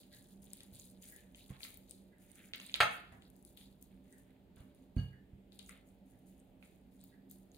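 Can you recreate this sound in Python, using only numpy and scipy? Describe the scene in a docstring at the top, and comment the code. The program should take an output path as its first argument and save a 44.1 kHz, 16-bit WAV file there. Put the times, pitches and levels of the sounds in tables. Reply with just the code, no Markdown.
"""Hands rub a wet spice paste into a joint of raw meat: strokes of fine crackle grains and dark squelch grains.
Bubbles tick and wet skin smacks, as short ringing pops. The joint is pulled off its plate, which clacks down as
ceramic modes under a noisy clatter. Fingers bump a glass bowl and the table thumps, both as struck modes. A far
clock rasps each second through the reflections of a small hard kitchen, over the noise and drones of the house."""
import sys
import numpy as np
from scipy import signal
from scipy.fft import rfft, irfft, next_fast_len
from scipy.io import wavfile
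from scipy.ndimage import map_coordinates

SR = 44100
rng = np.random.default_rng(int(sys.argv[2]) if len(sys.argv) > 2 else 0)


def gain_from_db(level_db):
    """Turn a decibel level (scalar or array-like) into a linear amplitude factor."""
    decades = np.asarray(level_db, float) / 20
    return 10 ** decades


def unload_audio(sound):
    """Save the sound as a 16-bit wav file, at the path given as the first command line argument."""
    columns = np.transpose(np.atleast_2d(sound))
    # keep every value between -1 and 1, then stretch to whole-number steps
    steps = np.round(np.clip(columns, -1, 1) * 32767)
    wavfile.write(sys.argv[1], SR, steps.astype(np.int16))


N = 333837   # length [samples]

# hand strokes through the paste: (start [s], rise [s], hold [s], crackle level [dB], squelch level [dB],
# squelch centre [Hz])
STROKES = [(0.0, 0.00059, 0.014, -66, -71.5, 3800), (0.101, 0.034, 0.042, -64, -71.5, 3640),
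           (0.216, 0.031, 0.078, -71.5, -78, 3540), (0.416, 0.0069, 0.11, -69, -75.5, 2830),
           (0.513, .02, 0.091, -67, -71, 3020), (0.709, 0.047, 0.11, -63, -69, 3630),
           (1.009, .03, 0.12, -59.5, -68, 2420), (1.35, .008, 0.083, -65.5, -68, 3240),
           (1.49, .01, 0.011, -68, -65, 2230), (1.582, .05, 0.033, -58, -64, 3140),
           (1.74, .015, 0.05, -72, -86, 3600), (1.872, 0.032, 0.0076, -63.5, -72.5, 3870),
           (2.181, 0.036, .08, -74, -78.5, 2200), (2.275, .03, 0.078, -73, -72, 2120),
           (2.348, 0.0047, 0.12, -70, -67.5, 1940), (2.532, .006, .02, -71, -56.5, 3300),
           (2.592, 0.007, .12, -64, -66, 3000), (2.738, .005, 0.016, -63, -82, 2900),
           (2.906, .01, 0.0067, -62, -62, 2930), (3.116, 0.01, .02, -77.5, -91.5, 3030),
           (3.21, .01, .04, -79, -78, 3590), (3.31, 0.051, 0.034, -75.5, -92, 4120),
           (3.456, .008, .04, -73, -83, 3680), (3.564, 0.0046, 0.078, -68, -71.5, 3450),
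           (3.805, .008, 0.021, -75, -84, 2950), (3.9, 0.0086, .06, -87.5, -82, 2100),
           (4.03, .015, .06, -79.5, -81.5, 2097), (4.1, .01, 0.075, -75, -86.5, 2500),
           (4.26, 0.013, 0.037, -87.5, -78.5, 1970), (4.555, .008, .04, -72.5, -77.5, 2600),
           (4.743, .01, .06, -77.5, -85, 2600), (4.954, 0.013, 0.018, -70, -72, 2520),
           (5.514, .012, .03, -77, -79.5, 3560), (5.604, 0.00567, .02, -69.5, -76.5, 3700),
           (5.654, .006, .02, -73, -94, 3500), (5.686, 0.0042, 0.004, -68, -65.5, 2230),
           (5.844, 0.025, .03, -78.5, -88.5, 2500), (6.046, 0.032, 0.11, -78.5, -93.5, 1980),
           (6.252, 0.022, .04, -73.5, -86, 2400), (6.353, 0.017, 0.044, -83, -87, 2400),
           (6.591, 0.054, 0.066, -73.5, -91.5, 3500), (6.626, 0.0075, .02, -87, -76, 2500),
           (6.908, 0.0086, 0.032, -78, -88.5, 3720), (6.98, 0.045, 0.034, -74.5, -78, 3900),
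           (7.288, 0.018, 0.026, -67.5, -80.5, 3900), (7.501, 0.052, .05, -73.5, -80, 3900)]
# colour of the fine crackle: (frequency [Hz], relative level per Hz [dB])
CRACKLE_COLOUR = [(2650, -29), (4500, -6.5), (5680, -7.5), (6700, -1), (7690, -6), (9870, -1.5),
                  (11800, -8.5), (14900, -10.5), (16000, -12.5)]
# colour of the squelch before each stroke is centred: (frequency [Hz], relative level per Hz [dB])
SQUELCH_COLOUR = [(530, -45), (900, -17.5), (1310, -6), (1550, -5.5), (2120, -6), (2480, -6), (2820, -8.5),
                  (3850, 0), (5500, -5.5), (7150, -44.5), (12100, -120)]
# tiny bubbles in the paste burst: (time [s], peak before panning [dB], pitch [Hz], left over right [dB])
BUBBLES = [(0.1471, -51.5, 8750, -3), (0.1935, -58, 9300, -6), (0.5043, -57, 6860, -21),
           (0.5332, -32, 10600, 7.5), (0.6055, -48, 9200, 13), (0.633, -45, 9800, 11),
           (0.7557, -42.5, 9400, 3), (0.7976, -41, 6900, -11), (0.9004, -50, 8800, -4),
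           (1.0241, -47, 6860, 9), (1.1223, -48, 14000, 12), (1.1628, -43, 10100, 11),
           (1.3468, -56.5, 6400, -12), (1.6062, -61, 11300, 15), (1.6496, -46, 8460, 4),
           (1.7429, -43.5, 10680, 12), (1.7729, -48.5, 13990, 12), (1.8956, -47, 9450, 8),
           (1.9101, -41.5, 8900, 18), (2.1834, -59.5, 10500, 11), (2.3161, -50, 9380, -18),
           (2.3555, -49, 9860, -10), (2.4872, -57.5, 7180, -12), (2.5591, -47, 14540, 11),
           (2.58, -51, 8860, 14), (2.601, -45, 6287, -7), (2.6648, -39.5, 8710, -5.5),
           (2.7172, -48.5, 6840, -10), (2.7417, -37, 6360, -7), (2.7601, -34, 11000, 6),
           (2.9113, -45, 9600, 7), (2.9357, -44.5, 9980, 7.5), (3.2221, -56.5, 8430, -1.5),
           (3.3014, -49, 11100, 8.5), (3.3648, -54.5, 11160, 12), (3.4261, -58, 10470, 16.5),
           (3.4501, -42.5, 10070, 13), (3.5723, -49, 12200, 9.5), (3.8257, -40.5, 11800, 5.5),
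           (4.126, -50, 8390, 6), (4.1839, -58, 8360, 11), (4.6059, -59.5, 10300, -16),
           (4.7481, -57.5, 10510, -9.5), (5.5907, -39.5, 9170, 10), (5.6625, -49.5, 6900, -4),
           (5.6935, -37, 9080, 5), (5.888, -61.5, 7630, 3), (6.4004, -55, 8420, 1.5),
           (7.013, -50.5, 8160, 5.5), (7.0394, -47.5, 14140, 13), (7.3123, -40.5, 12500, 6),
           (7.5168, -54, 6570, -5.5)]
# wet skin parts from the meat: (time [s], peak before panning [dB], pitch [Hz], left over right [dB])
SMACKS = [(0.0332, -56, 4240, -17), (0.606, -41.5, 3600, 0.5), (1.034, -54, 3850, 6),
          (1.3473, -44, 3280, 1), (1.5025, -56, 2120, 14), (1.6062, -45, 2390, 3),
          (1.6322, -34, 4100, 14.5), (1.6496, -43, 2240, -12), (1.9101, -55, 4100, 17),
          (2.5356, -26, 3301, -0.5), (2.5484, -32.5, 3000, 3), (2.5995, -38.5, 2790, -1),
          (2.6958, -37.5, 3250, 2), (2.7417, -18, 3630, -7.5), (2.7554, -31, 2420, 5),
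          (3.2221, -51.5, 3230, 6.5), (3.5738, -48, 3540, 14), (3.6117, -58, 3500, 19),
          (5.5218, -53, 3860, 13.5), (5.5932, -42, 3840, 13.5), (5.662, -61, 3870, -9),
          (5.6935, -45, 2040, 8), (6.6263, -51, 2500, -11), (7.5467, -54.5, 4240, 13.5)]
# the plate drops back on the mat and bounces: (time [s], relative strength [dB])
PLATE_CONTACTS = [(2.804, -9.5), (2.8063, -15.5), (2.811, -18.5), (2.816, -26), (2.821, -20),
                  (2.830, -17.5)]
# ringing modes of the ceramic plate: (frequency [Hz], relative level [dB], t60 [s])
PLATE_MODES = [(645, -13, 0.12), (718.6, -8.5, 0.29), (850.4, -11, 0.15), (1130, -8.5, 0.032),
               (1271, -4, 0.08), (1347, -1.5, 0.058), (1600, -14, 0.087), (1756, -8.5, 0.11),
               (1900, -4, 0.041), (2128, -6.5, 0.067), (2584, -2.5, 0.031), (3255, -7, 0.16),
               (3640, -14, 0.045), (4050, -14.5, .1), (6417, -23.5, 0.15)]
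# colour of the mat's slats slapping: (frequency [Hz], relative level per Hz [dB])
CLATTER_COLOUR = [(260, -50), (450, -32), (709, -7.5), (1100, -12), (1330, -1.5), (1460, -6), (2620, -5.5),
                  (4990, -17.5), (5700, -32.5), (8980, -25), (15000, -46)]
# blows on the table top: (time [s], relative strength [dB], hardness as low-pass cutoff [Hz],
# ring share scaling the t60 [ratio], rattle start level [dB])
THUMPS = [(0.721, -47, 120, 1, -78), (1.504, -34.5, 306, 0.3, -63), (2.805, -32.5, 147.9, 0.7, -53),
          (3.12, -47, 248, 0.68, -61), (4.57, -51, 496, 0.46, -68), (4.602, -42, 120, .5, -72),
          (4.9658, -19, 252, 1.0, -59), (5.331, -39.5, 200.5, 0.42, -82.5), (6.13, -52.5, 151.5, 0.3, -83)]
# ringing modes of the table: (frequency [Hz], relative level [dB], t60 before the ring share [s])
TABLE_MODES = [(60, -6.5, .2), (71.85, -4.5, 0.4), (100, 0, .3), (133.3, 2, .47), (175.1, -3, .36),
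               (240, -1.5, .15), (332, -15.5, 0.23), (468, -16, 0.33)]
# fingers on the glass: (time [s], relative strength [dB])
BOWL_HITS = [(4.572, -73.5), (4.965, -43.5)]
# ringing modes of the glass bowl: (frequency [Hz], relative level [dB], t60 [s])
BOWL_MODES = [(1600, -6, .1), (1640, -3, .14), (2200, -14, .08), (2865, -6, .16), (2902, 0, .22),
              (2945, -9, .1), (4447, -8, .13), (4506, -7, .18), (4565, -11, .15), (6406, -16, .12)]
# each clock tick in turn, before the room: (level [dB])
CLOCK_LEVELS = [-64, -60, -71, -66.5, -67, -67, -78, -71.5]
# decay of the kitchen in octaves: (octave centre [Hz], t60 [s], relative level [dB])
ROOM_OCTAVES = [(344, 0.67, -7), (650, .4, 4), (1460, 0.51, -1), (2900, 0.46, -1.5), (5600, 0.21, 1),
                (11000, .3, 3.5)]
# colour of the house noise: (frequency [Hz], relative level per Hz [dB])
HOUSE_COLOUR = [(13, -44), (22, -16), (55, -3.5), (136, -9.5), (194, -4), (270, -10.5), (328, -9),
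                (387, -10.5), (510, -14.5), (837, -20.5), (1100, -31), (3420, -33), (5610, -43),
                (14700, -45.5), (16000, -48.5)]
# narrow drones of appliances: (frequency [Hz], width [Hz], typical rms level [dB])
DRONES = [(54.7, 16, -75), (120, 32, -78.5), (191.34, 8.5, -67), (262.8, 21, -71), (594, 28, -82)]
# how alike the house noise is at left and right: (frequency [Hz], likeness [-1 to 1])
LIKENESS = [(50, 0.66), (250, 1), (1000, 0.11), (4000, 0.11), (12000, .2)]


def rms_one(x):
    """Scale to an rms of 1."""
    return x / np.sqrt(np.mean(x ** 2) + 1e-20)


def at_hz(points, hz):
    """Read a curve of values against frequency, straight on a log frequency axis."""
    point_hz, value = np.array(points)[:, 0], np.array(points)[:, 1]
    return np.interp(np.log(hz), np.log(point_hz), value)


def band(x, low_hz, high_hz):
    """Keep the band between two frequencies."""
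    return signal.sosfilt(signal.butter(2, [low_hz, min(high_hz, .45 * SR)], "band", fs=SR, output="sos"), x)


def drift(rate):
    """Slow random wander: normal knots of spread 1, joined by straight lines at the given rate per second."""
    knots = rng.standard_normal(int(N / SR * 60) + 4)
    return map_coordinates(knots, [np.arange(N) / SR * min(rate, 60)], order=1)


def coloured(x, spectrum):
    """Weight the spectrum of x by a colour curve, then scale to an rms of 1."""
    size = next_fast_len(N)
    hz = np.maximum(np.arange(size // 2 + 1) * SR / size, 1)
    weighted = rfft(x, size) * gain_from_db(at_hz(spectrum, hz))
    return rms_one(irfft(weighted, size)[..., :N])


def panned(x, left_db):
    """Place a sound by level; the louder port hears it a few samples later."""
    port_lag_s = 0.000136
    n = np.arange(len(x))
    lag = -np.sign(left_db) * port_lag_s * SR / 2
    left = np.interp(n - 4 + lag, n, x) * gain_from_db(left_db / 2)
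    right = np.interp(n - 4 - lag, n, x) * gain_from_db(-left_db / 2)
    return np.array([left, right])


def resonator(hz, t60):
    """Feedback coefficients, decay per sample and angle per sample of one decaying sine mode."""
    r, w = gain_from_db(-60 / (t60 * SR)), 2 * np.pi * hz / SR
    return [1, -2 * r * np.cos(w), r * r], r, w


def struck(times, strengths_db, modes, spread_db):
    """Every blow sets all modes ringing, each with a random strength of its own."""
    at, out = np.round(np.array(times) * SR).astype(int), np.zeros(N)
    chance = rng.standard_normal((len(at), len(modes)))
    for k, (hz, level_db, t60) in enumerate(modes):
        clicks = np.full(N, 1e-18)
        clicks[at] = gain_from_db(np.array(strengths_db) + level_db + spread_db * chance[:, k])
        feedback, _, w = resonator(hz, t60)
        out += signal.lfilter([0, np.sin(w)], feedback, clicks)
    return out


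def grains(per_s, size_db, low_hz, high_hz, cycles, spread):
    """Clumps of bursts of widely spread size, each dealt one of ten pitches and a place on the meat; rms 1."""
    born = rng.random(N) < per_s * gain_from_db(6 * drift(25)) / SR
    sizes = born * gain_from_db(size_db * np.minimum(rng.exponential(1, N), 5)) * rng.choice([-1, 1], N)
    where, dealt, out = spread * rng.uniform(-1, 1, N), rng.integers(0, 10, N), 0
    for k, hz in enumerate(np.geomspace(low_hz, high_hz, 10)):
        clicks = sizes * (dealt == k) * np.sqrt(hz) + 1e-18
        pair = [clicks * (1 + where), np.roll(clicks * (1 - where), k % 5)]
        feedback, r, _ = resonator(hz, cycles / hz)
        out = out + signal.lfilter([1 - r, 0, r - 1], feedback, pair)
    return rms_one(out)


def stroked(levels_db, fade_db_per_s):
    """Each stroke rises, sags as the paste thins under the sliding hand, then fades; their powers add."""
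    sag_db_per_s = 24
    t, power = np.arange(0, N, 32) / SR, 0
    for (s, rise_s, hold_s, *_), db in zip(STROKES, levels_db):
        rise = np.clip((t - s) / max(rise_s, 1 / SR), 0, 1)
        held = np.clip(t - s - rise_s, 0, hold_s)
        after = np.maximum(t - s - rise_s - hold_s, 0)
        power = power + (rise * gain_from_db(db - sag_db_per_s * held - fade_db_per_s * after)) ** 2
    return np.interp(np.arange(N) / SR, t, np.sqrt(power))


def crackle(levels_db):
    """Fine bright bursts over a hiss of sliding skin, leaning to the left."""
    fine = grains(1200, 3.5, 5500, 15500, cycles=7, spread=.8) + .7 * rng.standard_normal((2, N))
    return stroked(levels_db, fade_db_per_s=130) * coloured(fine, CRACKLE_COLOUR) * gain_from_db([[1.5], [-1.5]])


def squelch(levels_db, centres_hz):
    """Darker, denser, smoother wet bursts, split in third octaves so that each stroke has its own centre."""
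    fall_db = 16.0   # loss one octave from the centre, growing as the square of the distance
    wet = grains(1200, 3.0, 1100, 5000, cycles=9, spread=.6) + .8 * rng.standard_normal((2, N))
    wet = coloured(wet, SQUELCH_COLOUR)
    edges = 900 * 2 ** np.arange(0, 3.1, 1 / 3)
    # neighbouring bands take opposite signs
    parts = np.array([(-1) ** k * band(wet, low, high) for k, (low, high) in enumerate(zip(edges, edges[1:]))])
    middle_hz = np.sqrt(edges[:-1] * edges[1:])[:, None]
    colour_db = -fall_db * np.log2(middle_hz / centres_hz) ** 2
    # the bands of a stroke together carry its stated power
    colour_db = colour_db - 10 * np.log10(parts.var(axis=(1, 2)) @ gain_from_db(2 * colour_db))
    return sum(part * stroked(levels_db + db, fade_db_per_s=115) for part, db in zip(parts, colour_db))


def rubbing():
    """Crackle and squelch of every stroke, made uneven as the hand sticks and slips."""
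    slip_db, slips_per_s = 0.5, 57
    *_, crackle_db, squelch_db, centres_hz = np.transpose(STROKES)
    return gain_from_db(slip_db * drift(slips_per_s)) * (crackle(crackle_db) + squelch(squelch_db, centres_hz))


def pops(rows, cycles, broad, tear_db, tear_s):
    """A cavity rings and dies 60 dB in some cycles, with a broad snap and the longer noise of the film tearing."""
    length = 1500   # samples
    out, t = np.zeros((2, N + length)), np.arange(length) / SR
    snaps = rng.standard_normal((len(rows), length))
    for (s, peak_db, hz, left_db), snap in zip(rows, snaps):
        shape = (1 - np.exp(-t * hz * 1.5)) * gain_from_db(-60 * t * hz / cycles)
        noise = band(snap, hz * 0.53, hz * 1.1)
        cavity = shape * (np.sin(2 * np.pi * hz * t) + broad * noise)
        body = cavity + gain_from_db(tear_db - 60 * t / tear_s) * noise
        i = round(s * SR)
        out[:, i:i + length] += panned(gain_from_db(peak_db) * body / np.abs(body).max(), left_db)
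    return out[:, :N]


def bubble_ticks():
    """Tiny bubbles burst with a high, fairly pure ring."""
    return pops(BUBBLES, cycles=29, broad=0.31, tear_db=-12.0, tear_s=0.01)


def skin_smacks():
    """Wet skin parts with a lower, noisier and more damped ring."""
    return pops(SMACKS, cycles=11, broad=.8, tear_db=-23.0, tear_s=0.12)


def plate():
    """Ceramic modes, damped by the meat, under a broad clatter of mat slats that flares at each contact."""
    s, strength_db = np.transpose(PLATE_CONTACTS)
    t = np.arange(N) / SR
    # each flare rises in 0.91 ms and dies at 60 dB in 40 ms
    flares = sum(np.clip((t - a) / 0.00091, 0, 1) * gain_from_db(db - 7.5 - 60 * np.abs(t - a) / 0.04)
                 for a, db in PLATE_CONTACTS)
    ring = struck(s, strength_db - 10, PLATE_MODES, spread_db=2)
    mid, side = coloured(rng.standard_normal((2, N)), CLATTER_COLOUR)
    both = ring + flares * (mid + 0.49 * side * [[1], [-1]])
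    return signal.sosfilt(signal.butter(3, 480, "high", fs=SR, output="sos"), both)


def bowl():
    """A wet fingertip lands softly, so the glass modes swell over 29 ms from silence at each touch."""
    ring = struck(*np.transpose(BOWL_HITS), BOWL_MODES, spread_db=2.5)
    t = np.arange(N) / SR
    swells = [np.where(t < s, 1, np.clip((t - s) / 0.029, 0, 1)) for s, _ in BOWL_HITS]
    return ring * np.prod(swells, axis=0)


def table():
    """A soft contact is a low-passed click into the table modes; the mat and dishes rattle briefly."""
    out, rattle, t = np.zeros(N), np.zeros(N), np.arange(N) / SR
    noise = rms_one(band(rng.standard_normal(N), 250, 2000))
    for s, strength_db, hard_hz, share, rattle_db in THUMPS:
        modes = [(hz, db, t60 * np.clip(share, .1, 1.5)) for hz, db, t60 in TABLE_MODES]
        ring = struck([s], [strength_db - 11.0], modes, spread_db=3.0)
        out += signal.sosfilt(signal.butter(2, max(hard_hz, 30), fs=SR, output="sos"), ring)
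        rattle += (t >= s) * gain_from_db(rattle_db - 60 * np.abs(t - s) / 0.04) * noise
    thump = signal.sosfilt(signal.butter(2, 45, "high", fs=SR, output="sos"), out)
    return thump, rattle


def clock():
    """One tick a second: a short narrow rasp of the hand stepping, made to be heard through the room alone."""
    first_s, length_s = .112, 0.03
    centre_hz, width_hz = 1790, 280
    count, since = np.divmod(np.arange(N) / SR - first_s, 1)
    step = np.sin(np.pi * np.clip(since / length_s, 0, 1)) ** .5
    rasp = band(rng.standard_normal(N), centre_hz - width_hz / 2, centre_hz + width_hz / 2)
    return gain_from_db(np.array(CLOCK_LEVELS)[count.astype(int)]) * step * rms_one(rasp)


def kitchen(x, near_db=-2.0, near_t60=0.03, walls_s=0.0043):
    """Dense reflections off plate and table, then walls, each octave dying at its own rate, unlike at the two ears."""
    t = np.arange(SR // 2) / SR
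    tail = sum(gain_from_db(db - 60 * t / t60) * band(rng.standard_normal((2, len(t))), hz / np.sqrt(2), hz * np.sqrt(2))
               for hz, t60, db in ROOM_OCTAVES)
    walls = np.clip(t / walls_s, 0, 1) ** 2
    near = gain_from_db(near_db - 60 * t / near_t60)
    tail = tail * (walls + near) * np.clip(t / 0.0018, 0, 1)
    unit_tail = tail / np.sqrt(np.sum(tail ** 2) / 2)
    return signal.fftconvolve(x[None], unit_tail, axes=1)[:, :N]


def house():
    """Broad rumble and hiss, flickering band by band, with the narrow drones of appliances."""
    noise_db = -65.5   # rms
    out, edges = 0, 20 * 2 ** np.arange(0, 10, .5)
    white = rng.standard_normal((2, 2, N))
    for k, (low, high) in enumerate(zip(edges, np.append(edges[1:], 20000))):
        mid, side = band(white[k % 2], low, high)   # neighbouring bands use separate noise
        alike = np.clip(at_hz(LIKENESS, np.sqrt(low * high)), -1, 1)
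        pair = np.sqrt(1 + alike) * mid + np.sqrt(1 - alike) * side * [[1], [-1]]
        out = out + gain_from_db(1.3 * drift(2.6)) * pair
    out = gain_from_db(noise_db) * coloured(out, HOUSE_COLOUR)
    for hz, width_hz, level_db in DRONES:
        drone = rms_one(band(rng.standard_normal(N), hz - width_hz / 2, hz + width_hz / 2))
        out = out + gain_from_db(level_db + 2.0 * drift(2.5)) * drone
    return out


def scene():
    """Mix the direct sounds, their sends into the kitchen, the rubbing and the house."""
    ticks, smacks = bubble_ticks(), skin_smacks()
    clack, glass = plate(), bowl()
    thump, rattle = table()
    sent = gain_from_db(-9) * ticks.mean(0) + gain_from_db(2) * smacks.mean(0)
    sent = sent + gain_from_db(-9) * clack[0] + gain_from_db(-2.0) * glass + gain_from_db(8.5) * rattle + clock()
    direct = ticks + smacks + gain_from_db(-4.0) * clack + gain_from_db(-2.5) * glass + thump + rattle
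    return direct + kitchen(sent) + rubbing() + house()


def top_cut(x):
    """Nothing passes above the cut-off."""
    return signal.sosfilt(signal.butter(12, 16510, fs=SR, output="sos"), x)


def record(dry):
    """The right port takes a little more bass; the housing cuts a notch and lifts the treble below a steep cut."""
    right_bass_db = 3.5
    notch_hz, notch_width_hz, notch_depth = 5740, 1200, 0.53
    lift_hz, lift_width_hz, lift = 15300, 3200, 1
    bass = signal.sosfilt(signal.butter(1, 700, fs=SR, output="sos"), dry)
    x = dry + bass * (gain_from_db([[-right_bass_db / 2], [right_bass_db / 2]]) - 1)
    b, a = signal.iirpeak(notch_hz, notch_hz / notch_width_hz, fs=SR)
    x = x - notch_depth * signal.lfilter(b, a, x)
    b, a = signal.iirpeak(lift_hz, lift_hz / lift_width_hz, fs=SR)
    x = x + lift * signal.lfilter(b, a, x)
    x = signal.sosfilt(signal.cheby2(12, 40, 16300, fs=SR, output="sos"), x)
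    return top_cut(x)


dry = scene()
out = record(dry)
unload_audio(out)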